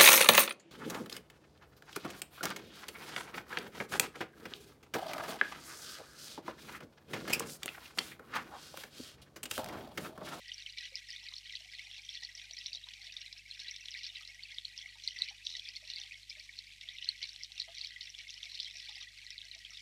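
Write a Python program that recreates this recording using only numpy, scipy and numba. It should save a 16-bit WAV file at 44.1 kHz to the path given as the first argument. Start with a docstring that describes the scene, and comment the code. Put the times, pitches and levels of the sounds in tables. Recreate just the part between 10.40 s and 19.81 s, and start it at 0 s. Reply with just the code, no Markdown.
"""A quiet garden, close to a small basin fed from a wooden trough; small camera microphone, little bass.
From the start a thin, wobbling stream falls over mains hum and a faint whine, each gush driving a swarm
of tiny ringing bubbles under the surface and throwing fine spray. Single bubbles and smacking drops join
at once; from 0.5 s a larger air pocket plops now and then. The loudest bubbles ring near 4.8 s and 6.7 s.
The longest gush comes at 8.3 s, then the stream thins briefly and trickles on."""
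import sys
import numpy as np
from scipy import signal
from scipy.fft import rfft, irfft, next_fast_len
from scipy.io import wavfile
from scipy.ndimage import uniform_filter1d
from numba import njit

SR = 44100
rng = np.random.default_rng(int(sys.argv[2]) if len(sys.argv) > 2 else 0)


def store_wav(level_fs):
    """Save 16-bit WAV to argv[1]."""
    pcm = np.round(np.clip(np.atleast_2d(level_fs), -1, 1) * 32767)
    wavfile.write(sys.argv[1], SR, pcm.T.astype(np.int16))


N = 414981
TIME = np.arange(N) / SR
STREAM_DB, STREAM_FINE_DB = -57, -4.5  # thread between gushes: strength, small bubbles over large

# low background of the garden: f/Hz, gain/dB
GARDEN_SPECTRUM = [(20, -0.5), (70, 4), (130, -2), (195, 2), (230, -7.5), (330, -11.5), (480, -17),
                   (6000, -30)]
# gushes from the trough: start t/s, length/s, strength/dB, small bubbles over large/dB
GUSHES = [(0.039, 0.06, -57, -4), (0.159, 0.06, -54, 4), (0.26, 0.02, -55, 5), (0.363, 0.095, -47.5, 5.5),
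          (0.545, 0.025, -51, 3), (0.682, 0.06, -53, 1), (0.926, 0.06, -56, 36), (1.034, 0.131, -54, 7),
          (1.309, 0.11, -55, 7), (1.486, 0.1, -57, 4), (1.677, 0.095, -51, 1.5), (1.806, 0.045, -52, 12),
          (1.964, 0.08, -56, 10), (2.155, 0.138, -54, 6), (2.32, 0.044, -51, 23), (2.592, 0.08, -59.5, 7),
          (2.753, 0.069, -56, 4), (3.18, 0.034, -47, 8), (3.253, 0.09, -55.5, -5), (3.5, 0.18, -51, 5.5),
          (3.625, 0.04, -52, 7), (3.741, 0.022, -52, -4), (4.082, 0.08, -60, 2), (4.357, 0.06, -52, 5),
          (4.625, 0.088, -55, 13), (4.746, 0.156, -51, 6.5), (5.037, 0.16, -48, 21.5),
          (5.234, 0.051, -52, 3.5), (5.348, 0.016, -49, 43), (5.468, 0.18, -51, 1), (5.89, 0.016, -52, 33),
          (6.169, 0.025, -53, 13), (6.471, 0.043, -55, 3), (6.603, 0.113, -52, 0), (6.807, 0.048, -51, 2),
          (6.999, 0.055, -55, 10), (7.155, 0.089, -51, 7), (7.351, 0.112, -51, 18), (7.6, 0.07, -51.5, 4.5),
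          (7.769, 0.035, -54, 0), (7.868, 0.08, -55, 10), (8.008, 0.148, -54, 9), (8.162, 0.15, -50.5, 4),
          (8.326, 0.31, -52, 8.5), (9.107, 0.025, -55, 0), (9.309, 0.09, -57, 6.5)]
# the thread of water thins and nearly breaks: middle t/s, length/s, depth/dB
LULLS = [(0.246, 0.05, -5), (0.506, 0.07, -6), (0.635, 0.06, -3.5), (1.263, 0.1, -4), (1.375, 0.05, -4),
         (1.924, 0.06, -3.5), (2.893, 0.07, -4), (3.038, 0.13, -5), (4.307, 0.09, -4), (4.558, 0.1, -2.5),
         (4.972, 0.06, -3), (5.323, 0.05, -6), (5.415, 0.08, -6), (5.858, 0.07, -4), (6.26, 0.11, -3),
         (7.092, 0.07, -8), (8.758, 0.22, -3)]
# colour of the bubble swarm and the splashes: f/Hz, gain/dB
SWARM_SPECTRUM = [(1000, -31), (1450, -16.5), (1750, -18), (1950, -2.5), (2250, -1.5), (2600, 0), (3300, 2),
                  (4200, 5), (4800, -2), (5700, 3.5), (6600, -15), (9000, -26.5), (13500, -44),
                  (15000, -56)]
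# colour of the spray: f/Hz, gain/dB
SPRAY_SPECTRUM = [(400, -37), (750, -26), (1400, -27), (2000, 0.5), (4200, 0.5), (5700, -6.5), (6700, -8.5),
                  (8300, -11), (10300, -16.5), (10900, -22), (11600, -20), (14000, -27), (14900, -56)]
# resonances of the basin's air space: f/Hz, width/Hz, gain/dB
HOLLOW_MODES = [(537, 38, -1.5), (682, 24, -4.5), (831, 31, 2.5), (1053, 61, -7), (1225, 41, 1),
                (1530, 60, -4.5)]
# the loudest single bubbles: t/s, peak level/dB, f/Hz, life/cycles
LOUD_BUBBLES = [(0.119, -31, 3030, 8.2), (0.144, -36.5, 5550, 11), (0.182, -37.5, 4485, 8.1),
                (0.264, -34, 3080, 11.4), (0.375, -33, 4360, 2), (0.39, -35, 3550, 2.8),
                (0.556, -23.5, 5100, 4.5), (0.573, -38.5, 3980, 12), (0.705, -33, 5040, 8),
                (0.763, -36.5, 3660, 9.4), (0.867, -37, 4250, 5.9), (0.887, -34.5, 3940, 8.3),
                (0.939, -34.5, 4040, 6.5), (0.966, -35.5, 4240, 9), (0.983, -38, 4490, 6.5),
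                (1.098, -39.5, 3150, 8), (1.155, -29, 4030, 6.6), (1.17, -38.5, 3300, 7),
                (1.337, -41.5, 2090, 7.4), (1.395, -35, 2095, 9.9), (1.514, -35, 3400, 5.2),
                (1.692, -32, 3320, 8.3), (1.754, -32, 4200, 6.5), (1.85, -31, 4340, 10.3),
                (1.952, -35, 5700, 7.1), (2.136, -38, 5800, 13), (2.171, -38.5, 4270, 11),
                (2.188, -32.5, 5150, 8), (2.261, -25.5, 3880, 3.5), (2.267, -30, 5600, 7.9),
                (2.332, -28, 4560, 7.3), (2.35, -31.5, 3770, 10), (2.373, -38.5, 3980, 17),
                (2.442, -39.5, 3790, 23), (2.768, -31.5, 3650, 8.3), (2.863, -40.5, 4040, 15),
                (2.928, -44, 3520, 5.3), (3.113, -32.5, 4090, 11), (3.284, -34.5, 3920, 15),
                (3.288, -36, 3950, 5), (3.312, -32, 5650, 8.8), (3.485, -28.5, 3350, 2.2),
                (3.517, -35.5, 5180, 8), (3.542, -33.5, 3830, 6.5), (3.55, -33.5, 2280, 6.6),
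                (3.644, -31, 4020, 6.5), (3.701, -40.5, 3640, 17), (3.759, -35.5, 3900, 11),
                (3.853, -40, 4000, 13), (4.036, -35, 4500, 12), (4.185, -24.5, 3560, 4.3),
                (4.253, -26.5, 4160, 7), (4.378, -30, 5240, 4.2), (4.461, -36, 2160, 7.1),
                (4.677, -17.5, 4240, 4.3), (4.764, -38.5, 2040, 8.6), (4.789, -31, 4550, 7.5),
                (4.81, -40, 4510, 11), (4.821, -17, 4000, 7.2), (4.887, -36, 2320, 8.7),
                (5.069, -21, 3620, 2.5), (5.093, -34, 3760, 8), (5.14, -35, 3900, 7.3),
                (5.153, -30.5, 3800, 7.2), (5.197, -30, 4050, 4.1), (5.255, -39.5, 3440, 12),
                (5.284, -37, 2410, 6.4), (5.289, -31, 5000, 4.6), (5.366, -32.5, 4330, 11),
                (5.502, -28.5, 4140, 5.7), (5.518, -40, 3650, 12), (5.537, -30, 4130, 4.6),
                (5.561, -30.5, 4550, 5.9), (5.585, -30, 4160, 4.9), (5.616, -34.5, 3560, 12),
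                (5.712, -40, 2340, 6.8), (5.722, -36.5, 2530, 8), (5.899, -34, 5050, 13),
                (5.999, -36, 4400, 5.3), (6.094, -41, 2220, 13), (6.19, -28.5, 4150, 4.1),
                (6.489, -30, 3430, 6.7), (6.586, -34, 3580, 6.4), (6.626, -32, 3040, 8.1),
                (6.69, -17.5, 4235, 9.4), (6.829, -25, 4540, 3.5), (6.841, -30, 4270, 11),
                (6.893, -35, 4490, 11), (7.035, -27, 5230, 4), (7.202, -22.5, 4200, 6),
                (7.219, -28, 4070, 7.8), (7.384, -31, 4590, 5), (7.414, -26.5, 4330, 5.3),
                (7.448, -27, 4330, 5.2), (7.565, -42, 2056, 16), (7.702, -38, 5560, 9.2),
                (7.75, -36, 3410, 6.3), (7.893, -36, 3350, 8), (7.906, -31.5, 5500, 3.7),
                (8.032, -28.5, 3420, 4.6), (8.119, -36, 4030, 8.9), (8.146, -36, 3760, 6),
                (8.153, -33, 4350, 7.2), (8.192, -39, 3960, 4), (8.201, -21.5, 3830, 2.9),
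                (8.205, -25.5, 4580, 3.5), (8.247, -32.5, 3940, 7.2), (8.266, -38, 3200, 15),
                (8.356, -42, 5470, 12), (8.487, -38.5, 3570, 12), (8.581, -44.5, 2010, 7.1),
                (8.613, -36, 3850, 8), (8.867, -35.5, 4150, 7), (8.906, -34, 5450, 8),
                (8.981, -30, 4080, 4.9), (9.017, -36, 3620, 7.4), (9.115, -36.5, 4090, 12),
                (9.251, -37, 3220, 8.8), (9.373, -36.5, 3580, 4.8)]
# drops that smack the surface with no clear note: t/s, relative level/dB
SMACKS = [(0.125, -51), (0.385, -36.5), (1.125, -43), (1.823, -49), (1.835, -37), (2.111, -40.5),
          (2.356, -39.5), (2.488, -41.5), (2.537, -42), (2.724, -43), (2.772, -45), (2.816, -40.5),
          (2.928, -39), (3.201, -41.5), (3.363, -40), (3.458, -40.5), (3.634, -41), (3.654, -50),
          (3.81, -49), (3.876, -43), (4.687, -41), (4.828, -48), (4.845, -41), (4.887, -43), (5.066, -37.5),
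          (5.103, -41), (5.168, -36), (5.37, -44), (5.476, -46.5), (5.905, -42), (6.412, -45.5),
          (6.645, -39), (6.831, -37), (6.854, -48.5), (6.962, -43), (7.047, -43), (7.12, -44.5),
          (7.18, -40.5), (7.199, -36), (7.35, -45.5), (7.472, -40), (7.61, -38.5), (7.789, -42.5),
          (8.056, -43), (8.231, -37.5), (8.494, -44), (8.905, -44), (9.15, -42)]
# large air pockets: t/s, relative level/dB, f/Hz
AIR_POCKETS = [(0.519, -57.5, 531), (0.828, -64, 894), (0.922, -59.5, 1075), (1.205, -63, 663),
               (1.251, -63, 733), (1.473, -64, 803), (1.578, -60, 800), (1.824, -58.5, 852),
               (2.105, -63, 660), (2.35, -65, 558), (2.468, -56, 993), (2.77, -62, 1350), (3.203, -68, 866),
               (3.279, -66, 540), (3.811, -54.5, 1220), (3.887, -68.5, 652), (4.556, -58, 920),
               (4.799, -61, 1000), (4.911, -54.5, 805), (5.426, -58, 610), (5.59, -63.5, 840),
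               (5.642, -64, 814), (5.972, -59.5, 607), (6.831, -64, 1064), (7.103, -65, 840),
               (7.281, -47, 660), (8.033, -65, 1360), (8.35, -68, 674), (8.493, -53.5, 845),
               (8.567, -62.5, 776), (8.612, -57.5, 1180), (9.161, -60.5, 676), (9.313, -57, 1330)]
# mains hum and whine of the camera's electronics: f/Hz, rms level/dB
HUM_TONES = [(50, -71.2), (100, -76.5), (150, -95), (250, -94.5), (300, -102), (350, -100), (10500, -89.5),
             (12000, -88)]


def undb(db):
    """Decibels to gain."""
    return 10 ** (np.asarray(db) / 20)


def level(x, db):
    """Set the rms level."""
    return x * undb(db) / np.sqrt(np.mean(x ** 2))


def colour(x, points):
    """Filter by a spectrum of f/Hz, gain/dB points."""
    hz, db = np.transpose(points)
    size = next_fast_len(N + SR // 10)
    bins = np.maximum(np.fft.rfftfreq(size, 1 / SR), 1)
    gain = undb(np.interp(np.log(bins), np.log(hz), db))
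    return irfft(rfft(x, size) * gain, size)[:N]


def walk(per_s):
    """Smooth random wander with a spread of 1."""
    hold = max(int(SR / per_s), 2)
    steps = np.repeat(rng.standard_normal(N // hold + 1), hold)[:N]
    smooth = uniform_filter1d(steps, hold)
    return smooth / smooth.std()


def add(out, s, sound):
    """Mix a sound in at time s."""
    start = int(np.clip(s * SR, 0, N))
    out[start:start + len(sound)] += sound[:N - start]


def moments(density, shares):
    """Turn shares 0-1 into times that crowd where the density is high."""
    total = np.cumsum(density)
    return np.interp(shares, total / total[-1], TIME)


def garden():
    """The ambience of the place: a faint, steady low noise."""
    return level(colour(rng.standard_normal(N), GARDEN_SPECTRUM), -82.5)


def stream(attack_s=.015, release_s=.015, neck_db=-2.0, neck_s=.028):
    """Strength/dB and fineness/dB of the falling water: a quivering thread with lulls and gushes."""
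    flow = np.full(N, undb(STREAM_DB))
    fine = flow * STREAM_FINE_DB
    for start, length, db, fine_db in GUSHES:
        age = TIME - start
        drain = np.exp(-np.clip((age - length) / release_s, 0, 20))
        gush = undb(db) * np.clip(age / attack_s, 0, 1) * drain
        flow += gush
        fine += gush * fine_db
    quiver_db = 1.9 * np.minimum(walk(per_s=25), 1.5)
    for s, *_ in LOUD_BUBBLES + SMACKS:  # the thread thins before it breaks into a loud drop
        add(quiver_db, s - neck_s, neck_db * np.hanning(int(neck_s * SR)))
    for s, length, depth_db in LULLS:
        add(quiver_db, s - length / 2, depth_db * np.hanning(int(length * SR)))
    unsteady = undb(STREAM_DB) / flow  # a full stream is steadier
    return 20 * np.log10(flow) + unsteady * quiver_db, fine / flow


@njit
def ring(times, hz, cycles, size, glide, swell):
    """Each bubble swells as it pinches off, rings out, and rises in pitch as it nears the surface."""
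    out = np.zeros(N)
    for k in range(len(times)):
        life = cycles[k] / hz[k]
        start, phase = int(times[k] * SR), 0.
        for i in range(min(int(5 * life * SR), N - start)):
            age = i / SR / life
            phase += 2 * np.pi * hz[k] * (1 + glide[k] * age) / SR
            envelope = (1 - np.exp(-(age / swell) ** 2)) * np.exp(-age)
            out[start + i] += size[k] * envelope * np.sin(phase)
    return out


def swarm(flow_db, count=6500, low_hz=1550, high_hz=6500, spread_db=5.0):
    """Tiny bubbles under the surface; a stronger gush makes both more and louder ones."""
    when, pitch, length, rise = rng.random((count, 4)).T
    scatter_db = spread_db * np.clip(rng.standard_normal(count), -3, 1.5)
    times = moments(undb(.6 * flow_db), when)
    hz = low_hz * (high_hz / low_hz) ** pitch
    size = undb(scatter_db + .63 * np.interp(times, TIME, flow_db))
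    cycles = 5.87 * 2 ** (2 * length - .5 - pitch)  # large bubbles ring for more cycles
    rings = ring(times, hz, cycles, size, glide=.024 * rise, swell=.31)
    flow_rms = np.sqrt(np.mean(undb(flow_db) ** 2))
    return level(colour(rings, SWARM_SPECTRUM), -4) * flow_rms


def froth(patchy_db=9.5):
    """Merging bubbles: the prevailing sizes keep changing, so narrow noise bands swell and fade."""
    edges_hz = 1500 * 2 ** np.linspace(0, 2.2, 15)
    bands = np.zeros(N)
    for low, high in zip(edges_hz, edges_hz[1:]):
        bandpass = signal.butter(2, [low, high], "bandpass", fs=SR, output="sos")
        band = signal.sosfilt(bandpass, rng.standard_normal(N))
        gain = undb(patchy_db * np.minimum(walk(per_s=70), 1.3))
        bands += band * level(gain, 0)
    outside = signal.butter(2, edges_hz[[0, -1]], "bandstop", fs=SR, output="sos")
    return bands + signal.sosfilt(outside, rng.standard_normal(N))


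def splash(flow_db, bubbles, count=2200, spread_db=7.5, burst_s=.0021, kick_s=.0014, lead_s=.00074):
    """Drops land in bursts of fizz; one that traps a clear bubble kicks up a splash as it lands."""
    density = undb(.5 * flow_db)
    times = moments(density, rng.random(count))
    drop_db = spread_db * np.clip(rng.standard_normal(count), -3, 2)
    drops, kicks = np.zeros(N), np.zeros(N)
    np.add.at(drops, (times * SR).astype(int), undb(drop_db) ** 2)
    for s, peak_db, _, _ in bubbles:
        add(kicks, s - lead_s, undb([min(peak_db, -29) - 16]) ** 2)
    # the power of every burst dies away exponentially
    patter = signal.lfilter([1], [1, -np.exp(-1 / (burst_s * SR))], drops) / density
    kick_power = signal.lfilter([1], [1, -np.exp(-1 / (kick_s * SR))], kicks + 1e-18)
    wash = .032 * undb(.56 * (flow_db - STREAM_DB))  # in a strong gush the drops merge
    power = (patter / patter.mean() + wash) * undb(flow_db - 2.44) ** 2 + kick_power
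    return colour(np.sqrt(power) * froth(), SWARM_SPECTRUM)


def break_up(x, fine_db, split_hz=3100, large_share=.96, wander_db=2.5):
    """A finely broken stream favours small, high bubbles; a smooth one large, low bubbles."""
    tilt_db = fine_db + wander_db * walk(per_s=14)
    large = signal.sosfiltfilt(signal.butter(3, split_hz, fs=SR, output="sos"), x)
    small = x - large
    return large * undb(-large_share * tilt_db) + small * undb((1 - large_share) * tilt_db)


def spray(flow_db, tick_db=6, tick_s=.0039, specks=200, speck_db=3.5, speck_s=.003):
    """Droplets patter, steadier than the gushes; loud drops and stray specks add bright ticks."""
    ticks_db, specks_db = np.zeros(N), np.zeros(N)
    for s, *_ in LOUD_BUBBLES + SMACKS:
        add(ticks_db, s - tick_s / 2, tick_db * np.hanning(int(tick_s * SR)))
    when, sizes = rng.random((specks, 2)).T
    for s, size in zip(moments(undb(.5 * flow_db), when), sizes):
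        add(specks_db, s, speck_db * (1 + 2 * size ** 3) * np.hanning(int(speck_s * SR)))
    ticks_db = np.maximum(ticks_db, np.minimum(specks_db, 3 * speck_db))
    hiss = rng.standard_normal(N)
    flicker_db = 2 * walk(per_s=600) + walk(per_s=35)
    patter = hiss * undb(.055 * flow_db + flicker_db + ticks_db)
    return level(colour(patter, SPRAY_SPECTRUM), -60.5)


def hollow(x, open_db=-11):
    """The basin's air space rings with low resonances; some sound reaches the microphone openly."""
    resonances = sum(undb(db) * signal.lfilter(*signal.iirpeak(hz, hz / width, fs=SR), x)
                     for hz, width, db in HOLLOW_MODES)
    return resonances + undb(open_db) * x


def gurgle(flow_db, count=800, low_hz=600, spread_db=4.5, surge_db=3.5):
    """Bubbles of many sizes churn softly under the stream, in bouts, and stir the hollow."""
    when, pitch, rise = rng.random((count, 3)).T
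    size = undb(spread_db * np.minimum(rng.standard_normal(count), 2))
    cycles = 3.34 * (1 + rise)
    churn = ring(when * N / SR, low_hz * 2.9 ** pitch, cycles, size, glide=.033 * rise, swell=1.)
    bouts = undb(.17 * flow_db + surge_db * np.minimum(walk(per_s=7), 1))
    return level(hollow(churn * bouts), -86)


def basin(x, wet_db=-10.5, t60_s=.068):
    """Rim and stones scatter the sound back to the microphone within a few hundredths of a second."""
    t = np.arange(SR // 4) / SR
    echoes = rng.standard_normal(len(t)) * undb(-60 * t / t60_s) * (t > .003)
    return x + undb(wet_db) * signal.fftconvolve(x, echoes / np.linalg.norm(echoes))[:N]


def stray_bubbles(flow_db, count, hz, octaves, cycles, db, spread_db, crowding, follow):
    """Rows like LOUD_BUBBLES, around one size; a stronger stream traps more and louder ones."""
    when, pitch, length, size = rng.random((count, 4)).T
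    times = moments(undb(crowding * flow_db), (np.arange(count) + when) / count)
    gush_db = np.interp(times, TIME, flow_db) - STREAM_DB
    peak_db = db + spread_db * (2 * size - 1) + follow * gush_db
    stray_hz = hz * 2 ** (octaves * (pitch - .5))
    return np.column_stack([times, peak_db, stray_hz, cycles * 2 ** (length - .5)])


def companions(bubbles, gap_s, db, octaves, cap_db, early_share=.39, low_hz=1850, high_hz=5900):
    """Bubbles come in pairs: rows for a second one of similar size, just before or after each."""
    s, peak_db, hz, cycles = np.transpose(bubbles)
    delay, pitch, size = rng.random((len(s), 3)).T
    times = s + 2 * gap_s * (delay - early_share)
    paired_db = np.minimum(peak_db, cap_db) + db * (.5 + size)
    detuned_hz = hz * 2 ** (octaves * (pitch - .5))
    paired_hz = np.minimum(low_hz + np.abs(detuned_hz - low_hz), high_hz)
    return np.column_stack([times, paired_db, paired_hz, cycles * (1 + size / 2)])


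def clear_bubbles(bubbles, octave=.46, twelfth=.41):
    """Single bubbles swell, die within cycles and leave a weak ring; the strongest sound overtones."""
    out = np.zeros(N)
    for s, peak_db, hz, cycles in bubbles:
        life = max(cycles, 3) / hz
        age = np.arange(int(8 * life * SR)) / SR / life - 2  # in lives from the peak
        pulse = np.exp(-np.abs(age / .5) ** 2.32)
        tail = .05 * np.exp(-np.abs(age - 1) / 1.7) * np.clip(age, 0, 1)
        rise = .054 * rng.random()  # shallow bubbles rise in pitch, deep ones hardly
        phase = 2 * np.pi * hz * life * (age + rise * age ** 2 / 2)
        wave = undb(peak_db) * (pulse + tail) * np.exp(1j * phase)
        add(out, s - 2 * life, np.real(wave + octave * wave ** 2 + twelfth * wave ** 3))
    return out


def smacks(gain_db=-2.0, fizz_s=.0013, tail_s=.0044, centre_hz=4200, octaves=.47):
    """A drop smacks the surface: a sharp burst of fizz with its own colour and a short frothy tail."""
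    out = np.zeros(N)
    age = np.arange(SR // 32) / SR
    envelope = age / fizz_s * np.exp(1 - age / fizz_s) + .11 * np.exp(-age / tail_s)
    for s, db in SMACKS:
        hz = centre_hz * 2 ** (octaves * (rng.random() - .5))
        fizz = signal.lfilter(*signal.iirpeak(hz, Q=2.6, fs=SR), rng.standard_normal(len(age)))
        burst = fizz * envelope
        add(out, s - fizz_s, burst * undb(db + gain_db) / burst[:int(3 * fizz_s * SR)].std())
    coloured = colour(out, SWARM_SPECTRUM)
    return coloured * out.std() / coloured.std()


def plops(cycles=6.7, glide=.012, ring_db=2.0, gulp_db=1.0, gulp_s=.00767):
    """Large air pockets ring low; the rough gulp of each collapse stirs the basin's hollow."""
    s, db, hz = np.transpose(AIR_POCKETS)
    starts = s - gulp_s / 2
    each = np.ones(len(s))
    rings = ring(starts, hz * (1 - glide), cycles * each, undb(db + ring_db), glide * each, swell=.6)
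    age = np.arange(SR // 10) / SR / gulp_s
    gulps = np.zeros(N)
    for start, pocket_db, pocket_hz in zip(starts, db, hz):
        churn = signal.lfilter(*signal.iirpeak(pocket_hz, Q=6.6, fs=SR), rng.standard_normal(len(age)))
        add(gulps, start, level(churn, pocket_db + gulp_db) * age * np.exp(-age))
    return rings + hollow(gulps)


def scene():
    """What reaches the microphone, in mono: the trickle in its basin, the garden behind it."""
    flow_db, fine_db = stream()
    small = stray_bubbles(flow_db, count=120, hz=4120, octaves=1.0, cycles=7.0,
                          db=-43.5, spread_db=2.5, crowding=.74, follow=.53)
    large = stray_bubbles(flow_db, count=60, hz=2190, octaves=.34, cycles=11.8,
                          db=-50.0, spread_db=1.0, crowding=.25, follow=.35)
    trapped = np.vstack([LOUD_BUBBLES, small, large])
    beside_loud = companions(LOUD_BUBBLES, gap_s=.0093, db=-9.5, octaves=.79, cap_db=-32)
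    beside_large = companions(large, gap_s=.0098, db=1.0, octaves=.26, cap_db=-44)
    bubbles = np.vstack([trapped, beside_loud, beside_large])
    trickle = break_up(swarm(flow_db) + splash(flow_db, trapped), fine_db)
    water = trickle + smacks() + clear_bubbles(bubbles) + plops() + gurgle(flow_db)
    return (basin(water) + spray(flow_db) + garden())[None]


def record(dry, top_hz=15500):
    """Behind the microphone, the camera's electronics add hum and whine and cut the top."""
    hum = sum(np.sqrt(2) * undb(db) * np.sin(2 * np.pi * (hz * TIME + rng.random()))
              for hz, db in HUM_TONES)
    lowpass = signal.ellip(8, .2, 70, top_hz, fs=SR, output="sos")
    return signal.sosfilt(lowpass, dry + hum)


dry = scene()
out = record(dry)
store_wav(out)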